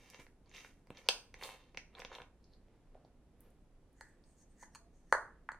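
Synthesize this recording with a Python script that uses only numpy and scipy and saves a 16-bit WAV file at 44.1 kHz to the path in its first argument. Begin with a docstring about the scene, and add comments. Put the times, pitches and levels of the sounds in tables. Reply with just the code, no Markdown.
"""A quiet kitchen: a plastic screw cap is twisted off a bottle, is laid on the table, and a small cup is taken.
The thread scrapes by stick-slip and snaps as short pushes that ring the modes of the cap; the bottle neck
knocks on the cup's rim and rings its plastic bowl. Skin hisses, nails tick, the palm thumps, cloth rustles and
sloshing liquid hums in the tipped bottle. A hard-walled room returns each sound as decaying noise,
over low house rumble, hums and hiss."""
import sys
import numpy as np
from scipy import signal
from scipy.fft import rfft, irfft, next_fast_len
from scipy.io import wavfile
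from scipy.ndimage import uniform_filter1d

SR = 44100
rng = np.random.default_rng(int(sys.argv[2]) if len(sys.argv) > 2 else 0)


def master(y):
    """Save y as 16-bit WAV."""
    cut = np.clip(np.atleast_2d(y).T, -1, 1)
    pcm = np.round(cut * 32767)  # scale
    wavfile.write(sys.argv[1], SR, pcm.astype(np.int16))


N = 246546

# Source levels hold ahead of room and balance; mode levels are relative within a body.
# Background noise spectrum: (frequency [Hz], relative spectral level [dB])
HUSH_SPECTRUM = [(9, -24.5), (16, -4), (37, -11.5), (166, -16), (215, -17.5), (248, -16), (320, -19.5),
                 (450, -23.5), (714, -29), (1230, -37.5), (4860, -50.5), (11600, -54), (12400, -70),
                 (16000, -74.5)]
# Stereo width of that noise: (frequency [Hz], side minus mid [dB])
HUSH_WIDTH = [(30, -12), (250, -19.5), (2000, -4), (10000, 3)]
# Wavering low hums: (frequency [Hz], width [Hz], level [dB])
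HUMS = [(26.76, 6.9, -69), (56, 1.7, -73)]
# Room tail by band: (centre [Hz], T60 [s], relative level [dB], side minus mid [dB])
ROOM_BANDS = [(250, .5, -5, -20), (700, 0.39, -8, -20), (1545, 0.36, -4.5, -9), (3280, 0.23, -11, 2.5),
              (7000, 0.3, -6, 4), (12000, 0.37, -8, -1.5)]
# Liquid in the tipped bottle: (time [s], start pitch [Hz], end pitch [Hz], peak level [dB], length [s])
SLOSHES = [(4.635, 875, 885, -71, .07), (4.79, 665, 690, -67, .095)]
# Rustle of sleeve and arm: (time at full force [s], level [dB], hold [s], fade [dB/s])
CLOTH_STROKES = [(2.5, -81.5, .02, 42), (2.72, -78, 0.0096, 60.5), (2.96, -80.5, 0.11, 179.5),
                 (3.45, -71, .01, 101), (3.85, -87, 0.09, 27), (4.1, -84.5, 0.023, 18),
                 (4.6, -84, 0.018, 102)]
# Palm thumps on the full bottle: (time [s], peak level [dB])
PALM_THUMPS = [(0.193, -49), (0.904, -40.5), (1.091, -50), (1.341, -59.5), (1.743, -57), (1.776, -53),
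               (2.049, -50), (2.211, -51), (5.125, -45.5)]
# Full bottle, one group of modes: (frequency [Hz], width [Hz], level [dB])
BOTTLE_MODES = [
    [(70, 61.06, -7), (172.9, 550, -2), (258, 650, -8.5)],
]
# Fingertip ticks: (time [s], peak level [dB], pitch [Hz])
FINGER_TICKS = [(0.46, -63, 4400), (0.477, -67, 4380), (0.4948, -56.5, 6090), (2.4423, -58, 4050),
                (2.536, -56.5, 4240), (3.4064, -48, 12080), (3.5037, -63.5, 9900), (3.614, -77, 7080),
                (3.9298, -67, 11160), (4.2391, -59.5, 4065)]
# Fingers sliding on plastic: (time at full force [s], force level [dB], hold [s], fade [dB/s],
# hiss centre [Hz], cup ring re force [dB])
FINGER_SLIDES = [(2.443, -82.5, 0.0031, 149.5, 4310, -15.5), (2.535, -73.5, .003, 450, 4370, -20.5),
                 (3.414, -81.5, 0.0022, 160.5, 11090, -10.5), (3.978, -88.5, 0.024, 301, 6500, 2),
                 (4.015, -79, 0.015, 132.5, 7700, 10.5), (4.085, -89.5, 0.0059, 298, 8500, -14.5),
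                 (4.266, -83, .05, 198.5, 8400, -19.5), (4.377, -83, 0.02, 300.5, 6500, -11),
                 (4.414, -79, 0.0099, 899.5, 6040, -11), (4.507, -85, 0.0029, 250.5, 8390, -8),
                 (4.598, -77.5, 0.018, 300, 6770, 1), (4.63, -69, 0.0027, 601.5, 6230, 2),
                 (4.752, -74.5, 0.0055, 498, 5950, 1), (4.947, -86, 0.0033, 94, 6310, -5.5),
                 (5.109, -79, 0.0085, 1492.5, 6130, 3)]
# Cup knocks: (time [s], wall peak [dB], hollow re wall [dB], brightness re wall [dB], favoured pitch [Hz],
# chatter [ms])
CUP_KNOCKS = [(4.0095, -39, -17, -8, 1893, 2.5), (4.627, -47, -12.5, -17.5, 902, 7.1),
              (4.633, -45, -16.5, -11.5, 1860, 4), (4.749, -47, -30, 0.5, 1480, 5),
              (4.756, -46.5, -33.5, -1, 1222, 4.1), (5.125, -9, -13, -18, 1480, 0.86),
              (5.132, -39, -25, -37, 1520, .8), (5.149, -25, -5, -24, 1290, 0.44),
              (5.489, -25, -42.5, -33, 1534, .3), (5.518, -40.5, -14, -9.5, 1870, 0.95),
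              (5.545, -45.5, -14.5, -23.5, 1820, .6)]
# Cup, groups low, wall, lip, edge: (frequency [Hz], width [Hz], level [dB])
CUP_MODES = [
    [(423, 200, -8), (555, 225, 2.5)],
    [(885, 125, 5), (1148, 200, -1), (1495, 241, -3.5), (1713, 277, -2.5), (1895, 262, -3.5)],
    [(2580, 1020, -3), (3500, 1500, -9), (4285, 190, 4.5), (4930, 350, -5.5)],
    [(6500, 600, 0), (7780, 147, 0), (8750, 530, -1.5), (12200, 620, -29)],
]
# Cap laid on the table: (time [s], low-mode peak [dB], edge re that peak [dB])
CAP_LANDINGS = [(2.952, -45.5, -32.5), (2.974, -56.5, -28), (3.048, -51.5, -15)]
# Cap shuffling on the tablecloth before the fingers let go: (time at full force [s], level [dB], hold [s],
# fade [dB/s])
CLOTH_SHUFFLE = [(2.965, -74, .003, 75)]
# Table, groups low and edge: (frequency [Hz], width [Hz], level [dB])
TABLE_MODES = [
    [(520, 270, 0.5), (767, 216, -3.5), (1098, 160, -7), (1560, 335, -15)],
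    [(3200, 1400, -11.5), (4200, 1220, 7.5)],
]
# Fingertips slipping over the cap's ribs: (time at full force [s], level [dB], hold [s], fade [dB/s])
RIB_SLIPS = [(0.0, -82.5, .08, 102), (0.11, -90, 0.024, 152), (0.21, -79, 0.017, 298),
             (0.555, -73.5, 0.011, 101), (0.65, -83, 0.004, 402), (0.98, -80, 0.017, 151),
             (1.435, -59.5, 0.025, 213), (1.995, -76, 0.01, 301.5), (2.15, -76.5, 0.01, 250)]
# Turns of the wrist: (time at full force [s], force level [dB], hold [s], fade [dB/s],
# bottle body re force [dB], rim re force [dB], favoured pitch [Hz])
WRIST_TURNS = [(0.0, -65.5, 0.15, 302, -8, -8, 2360), (0.197, -58, 0.0023, 420, -6, -11.5, 2200),
               (0.477, -79, 0.0047, 300, 3.5, -10, 2230), (0.562, -51.5, .003, 175, -12.5, -8.5, 2480),
               (0.646, -63, .003, 284, -6.5, -9, 2200), (0.97, -57, .003, 244, -7.5, -13.5, 2300),
               (1.064, -64, 0.0036, 273, 0.5, -7, 1530), (1.344, -79.5, 0.046, 295.5, 0, -7.5, 1960),
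               (1.431, -49.5, 0.011, 111, -4.5, -18.5, 2685), (1.962, -63.5, 0.051, 145, 2, -25.5, 2220),
               (2.121, -61, 0.019, 206, 0.5, -16.5, 1900), (2.132, -59, 0.0024, 288.5, -14, -17, 2830),
               (2.197, -71.5, 0.018, 350.5, 9.5, -21.5, 2090)]
# Cap snaps: (time [s], shell peak [dB], bottle body re shell [dB], rim re shell [dB], edge re shell [dB],
# favoured pitch [Hz])
CAP_SNAPS = [(0.1011, -61.5, -16, 13.5, 17.5, 4200), (0.1345, -49.5, -8, -15, -26, 2380),
             (0.1994, -50, -11, -18, -0.5, 2260), (0.266, -51.5, -7, -11, -31, 2130),
             (0.514, -53, -10, -5, -27, 2230), (0.5484, -46, -15, -4.5, -8, 2500),
             (0.561, -41, -23, -22, -26, 2810), (0.5804, -44, -25, -19, -28, 2270),
             (0.647, -42, -12, -23, -24, 1820), (0.8711, -61, 1, -5, -3, 2200),
             (0.904, -45.5, 1, -30, -9, 2700), (0.9715, -51.5, -28, 4.5, -30, 4200),
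             (1.0874, -12.5, -11.5, -2.5, -9, 3100), (1.3415, -39.5, -10.5, -8.5, -12.5, 2120),
             (1.4124, -40, -23, -24, -38, 2050), (1.4243, -38.5, -2, -21, -25.5, 2090),
             (1.4356, -35.5, -29, 1.5, -29, 4260), (1.4896, -43.5, -0.5, -24, -17, 2030),
             (1.5434, -54.5, 4.5, -16, -24.5, 2810), (1.7464, -48, -2.5, -10.5, -21.5, 2200),
             (1.773, -28, -15.5, -7.5, -19.5, 2320), (1.9508, -44, -10, -23.5, -46, 3940),
             (1.985, -44, -15, -19, -26, 1914), (1.9939, -49, 5.5, -8, 0, 1297),
             (2.0013, -41, -22, -3.5, -27, 3000), (2.0186, -37, -8, -26, -37, 2110),
             (2.0487, -35, -8, -6, -40, 2920), (2.1165, -48, 5, -22, -22, 1366),
             (2.1273, -44, -6.5, -29, -29, 1727), (2.151, -38.5, -27, -8.5, -27, 4100),
             (2.1844, -45.5, 1.5, -28, -32.5, 2620), (2.2017, -44, -1, -36, -39, 1345),
             (2.2183, -43, -13, -13, -20, 2940)]
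# Cap and bottle, groups body, shell, rim, edge: (frequency [Hz], width [Hz], level [dB])
CAP_MODES = [
    [(487.8, 120, 2), (768, 79, 0.5), (976, 250, -1)],
    [(1203.7, 380, -5.5), (1480, 290, 2), (1867, 340, 0), (2200, 300, 0.5), (2700, 220, 0.5),
     (3100, 190, -0.5), (3506, 350, 1), (4156, 160, 0)],
    [(4740, 690, 3.5), (6292, 490, 1.5)],
    [(7600, 2800, 5.5), (9100, 180, -8.5), (12190, 4500, -3.5)],
]

HUSH_DB = -66.5  # RMS level of the mid noise, without the hums
CLUTTER_T60_S, CLUTTER_DB = 0.099, 0.5  # jars, worktop and body scatter first echoes; dB above the tail
GLANCE_MS, GLANCE_HZ, GLANCE_DB = 0.35, 4370, -12.5  # delayed treble glancing off the table
BALANCE_DB = -1.3  # first channel minus second
TOP_HZ = 16300
RUSTLE_RISE_DB_PER_S, SLIDE_RISE_DB_PER_S = 111, 477
TWIST_RISE_DB_PER_S, SLIP_RISE_DB_PER_S = 401, 508
CUP_TAKEN_S = 3.6
KNOCK_EDGE_DB = -2.5  # edge peak re lip peak
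SNAP_CHATTER_MS, SET_DOWN_CHATTER_MS = 0.6, 3.1


def undb(db):
    """Level definition: decibels become an amplitude ratio."""
    return 10 ** (np.asarray(db) / 20)


def unit(x):
    """Normalisation: scale a signal to an RMS of one."""
    return x / np.sqrt(np.mean(x ** 2))


def add(out, s, sound):
    """Superposition: add a sound to the output at a time in seconds."""
    at = int(s * SR)
    out[at:at + len(sound)] += sound[:N - at]


def shaped(points, size):
    """Spectral shaping: white noise is weighted by (Hz, dB) points joined over log frequency."""
    hz, db = np.transpose(points)
    f = np.maximum(np.fft.rfftfreq(size, 1 / SR), 1)
    gain = undb(np.interp(np.log(f), np.log(hz), db))
    return irfft(rfft(rng.standard_normal(size)) * gain, size)


def ring(x, modes):
    """Modal superposition: resonances of alternating sign, with little radiated beyond the outer ones."""
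    total = 0
    for k, (hz, width, db) in enumerate(modes):
        b, a = signal.iirpeak(hz, hz / width, SR)
        total = total + (-1) ** k * undb(db) * signal.lfilter(b, a, x)
    edges = [modes[0][0] / 1.35, min(modes[-1][0] * 1.55, 0.45 * SR)]
    return signal.sosfilt(signal.butter(2, edges, "band", fs=SR, output="sos"), total)


def favour(modes, hz, octaves):
    """Modal excitation: the place of the blow decides which modes ring most."""
    return [(f, width, db - min(6 * (np.log2(f / hz) / octaves) ** 2, 13.0)) for f, width, db in modes]


def blows(rows, groups, contact_ms, rough):
    """Impact excitation: a short push and its chatter ring every mode group.

    Rows are (s, favoured Hz, chatter ms, peak dB of each group); only the first group favours a pitch."""
    out = np.zeros(N)
    ms = 1000 * np.arange(4096) / SR
    chances = rng.standard_normal((len(rows), len(ms)))
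    for (s, hz, chatter_ms, *dbs), chance in zip(rows, chances):
        push = ms / contact_ms * np.exp(-ms / contact_ms)
        push += rough * chance * np.exp(-ms / max(chatter_ms, 0.05))
        for k, (db, modes) in enumerate(zip(dbs, groups)):
            sound = ring(push, favour(modes, hz, octaves=0.4) if k == 0 else modes)
            if k == 3:
                # fourth group is added with opposite sign, keeping the treble between its neighbours full
                sound = -sound
            add(out, s, undb(db) * sound / np.abs(sound).max())
    return out


def grit(rate, spread_db, smooth):
    """Stick-slip friction: random slips (rate per s) of very uneven size over a smooth rub."""
    happens = rng.random(N) < rate / SR
    size = undb(spread_db * rng.exponential(size=N))
    slips = happens * size * rng.standard_normal(N)
    return unit(slips) + smooth * rng.standard_normal(N)


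def strokes(rows, rise):
    """Friction force: per row (s, dB, hold s, fade dB/s), a gain that rises, holds and fades linearly in dB."""
    s, db, hold, fade = np.array(rows)[:, :4, None].transpose(1, 0, 2)
    t = np.arange(0, N + 64, 64) / SR  # one gain value per 64 samples
    before = np.maximum(s - t, 0)
    after = np.maximum(t - s - np.abs(hold), 0)
    gain = undb(db - rise * before - np.abs(fade) * after)
    return np.repeat(gain, 64, axis=1)[:, :N]


def hush():
    """Stationary noise: house rumble and hiss are shaped noise, hums narrow resonances; mid and side."""
    hz, db = np.transpose(HUSH_SPECTRUM)
    width_hz, width_db = np.transpose(HUSH_WIDTH)
    side_db = db + np.interp(np.log(hz), np.log(width_hz), width_db)
    size = next_fast_len(N)
    mid = shaped(HUSH_SPECTRUM, size)
    side = shaped(np.transpose([hz, side_db]), size)
    gain = undb(HUSH_DB) / np.std(mid)
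    hum = sum(undb(level) * unit(ring(rng.standard_normal(N), [(f, width, 0)])) for f, width, level in HUMS)
    return gain * mid[:N] + hum, gain * side[:N]


def room(x):
    """Reverberation: dense near scatter, then a tail that dies band by band; mid and side."""
    t = np.arange(SR * 3 // 4) / SR
    mid, side = np.zeros(len(t)), np.zeros(len(t))
    for hz, t60, db, side_db in ROOM_BANDS:
        fade = 10 ** (-3 * t / t60) + undb(CLUTTER_DB) * 10 ** (-3 * t / CLUTTER_T60_S)
        fade *= 1 - np.exp(-t / 0.0015)  # soft onset
        fade *= undb(db) / np.sqrt(np.sum(fade ** 2))
        band = signal.butter(2, [hz / 1.5, hz * 1.5], "band", fs=SR, output="sos")
        mid += fade * signal.sosfilt(band, rng.standard_normal(len(t)))
        side += undb(side_db) * fade * signal.sosfilt(band, rng.standard_normal(len(t)))
    return [signal.fftconvolve(x, response)[:N] for response in (mid, side)]


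def liquid():
    """Trapped-air oscillation: air held by the moving liquid hums unevenly on a gliding pitch."""
    out = np.zeros(N)
    for s, start_hz, end_hz, db, length in SLOSHES:
        part = np.arange(int(length * SR)) / (length * SR)
        waver = uniform_filter1d(rng.standard_normal(len(part)), size=400)
        swell = np.sin(np.pi * part) * (1 + 0.3 * unit(waver))
        phase = 2 * np.pi * np.cumsum(start_hz + (end_hz - start_hz) * part) / SR
        add(out, s, undb(db) * swell * np.sin(phase))
    return out


def rustle():
    """Fibre friction: many uneven slips of sleeve and arm, broadly resonant, swell with the swinging arm."""
    cloth = ring(grit(rate=6000, spread_db=5.0, smooth=1.9), [(454, 120, -1), (2200, 13000, -25.0)])
    return strokes(CLOTH_STROKES, RUSTLE_RISE_DB_PER_S).sum(axis=0) * unit(cloth)


def palm_thumps():
    """Soft impact: the palm rings the low, broad modes of the full bottle."""
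    rows = [(s, 140, 0.3, db) for s, db in PALM_THUMPS]
    return blows(rows, BOTTLE_MODES, contact_ms=0.13, rough=0.1)


def nail_ticks():
    """Light impact: each nail tick rings one broad resonance with a rough contact."""
    out = np.zeros(N)
    for s, db, hz in FINGER_TICKS:
        out += blows([(s, hz, 0.5, db)], [[(hz, hz / 6, 0)]], contact_ms=0.046, rough=0.97)
    return out


def sliding_fingers():
    """Sliding friction: skin hisses round a moving centre frequency and rings the cup a little."""
    force = strokes(FINGER_SLIDES, SLIDE_RISE_DB_PER_S)
    pitch, cup_db = np.array(FINGER_SLIDES).T[-2:]
    slip = grit(rate=3500, spread_db=2.0, smooth=1.0)
    centre = pitch @ force / force.sum(axis=0)  # mean pitch weighted by force
    _, wall, lip, edge = CUP_MODES
    hiss = 0
    for hz in 3200 * 2 ** np.arange(0, 1.9, 0.1):
        near = np.exp(-(np.log2(hz / centre) / 0.09) ** 2)
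        band = [(hz, hz / 9, 0)]
        hiss = hiss + (undb(-21) + near) * unit(ring(ring(slip, band), band))
    # once the cup is in the hand its lip and edge sing along
    held = np.arange(N) > CUP_TAKEN_S * SR
    hiss = hiss + held * (undb(-1.5) * unit(ring(slip, edge)) + undb(-11) * unit(ring(slip, lip)))
    return force.sum(axis=0) * hiss + undb(cup_db) @ force * unit(ring(slip, wall[3:]))


def cup():
    """Impact on a thin bowl: each knock rings wall, hollow, lip and edge modes as a hollow pop."""
    low, wall, lip, edge = CUP_MODES
    rows = [(s, hz, ms, db, db + hollow, db + top, db + top + KNOCK_EDGE_DB)
            for s, db, hollow, top, hz, ms in CUP_KNOCKS]
    return blows(rows, [wall, low, lip, edge], contact_ms=0.04, rough=0.06)


def cap_laid_down():
    """Impact and friction on a plate: the landing cap rings the table, and its shuffle rubs the low modes."""
    rows = [(s, 700, SET_DOWN_CHATTER_MS, db, db + top) for s, db, top in CAP_LANDINGS]
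    landings = blows(rows, TABLE_MODES, contact_ms=0.24, rough=0.16)
    rub = unit(ring(grit(rate=5000, spread_db=3.0, smooth=0.9), TABLE_MODES[0]))
    return landings + strokes(CLOTH_SHUFFLE, TWIST_RISE_DB_PER_S)[0] * rub


def fingertips_on_ribs():
    """Skin friction: fingertips slip over the cap's ribs as two broad bands of treble."""
    skin = grit(rate=5000, spread_db=3.0, smooth=0.9)
    hiss = unit(ring(skin, [(7800, 5200, -0.5), (12000, 5800, -3.5)]))
    return strokes(RIB_SLIPS, SLIP_RISE_DB_PER_S).sum(axis=0) * hiss


def thread_scrape():
    """Stick-slip in the thread: one train of slips rings shell, bottle body and rim under the turning force."""
    body, shell, rim, _ = CAP_MODES
    force = strokes(WRIST_TURNS, TWIST_RISE_DB_PER_S)
    body_db, rim_db, pitch = np.array(WRIST_TURNS).T[-3:]
    centre = pitch @ force / force.sum(axis=0)  # mean pitch weighted by force
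    slip = grit(rate=1300, spread_db=2.5, smooth=0.5)
    # the grip moves round the cap and damps some modes
    shell_sound = 0
    for hz, width, db in shell:
        damping_db = 8.0 * (np.log2(hz / centre) / 0.61) ** 2
        shell_sound = shell_sound + undb(db - 3.5 - damping_db) * unit(ring(slip, [(hz, width, 0)]))
    scrape = shell_sound * force.sum(axis=0)
    scrape += undb(body_db) @ force * unit(ring(slip, body))
    scrape += undb(rim_db) @ force * unit(ring(slip, rim))
    return scrape


def cap_snaps():
    """Sudden release: where the thread lets go, a very short push rings shell, bottle body, rim and edge."""
    body, shell, rim, edge = CAP_MODES
    rows = [(s, hz, SNAP_CHATTER_MS, db, db + low, db + mid, db + top)
            for s, db, low, mid, top, hz in CAP_SNAPS]
    return blows(rows, [shell, body, rim, edge], contact_ms=0.03, rough=0.12)


def table_glance(near):
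    """Reflection: treble glancing off the table arrives late, in opposite sign in the two channels."""
    treble = signal.sosfilt(signal.butter(2, GLANCE_HZ, "high", fs=SR, output="sos"), near)
    return undb(GLANCE_DB) * np.roll(treble, int(GLANCE_MS * SR / 1000))


def scene():
    """Superposition: near sources, room and background join as mid and side, then as two channels."""
    hand = rustle() + palm_thumps() + nail_ticks() + sliding_fingers()
    cap = cap_laid_down() + fingertips_on_ribs() + thread_scrape() + cap_snaps()
    near = liquid() + hand + cup() + cap
    wet, wet_side = room(near)
    air, air_side = hush()
    mid = near + wet + air
    side = wet_side + air_side + table_glance(near)
    return np.array([(mid + side) * undb(BALANCE_DB / 2), (mid - side) * undb(-BALANCE_DB / 2)])


def record(dry):
    """Band limiting: a steep elliptic low-pass cuts the top."""
    return signal.sosfilt(signal.ellip(10, 0.2, 80, TOP_HZ, fs=SR, output="sos"), dry)


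dry = scene()
out = record(dry)
master(out)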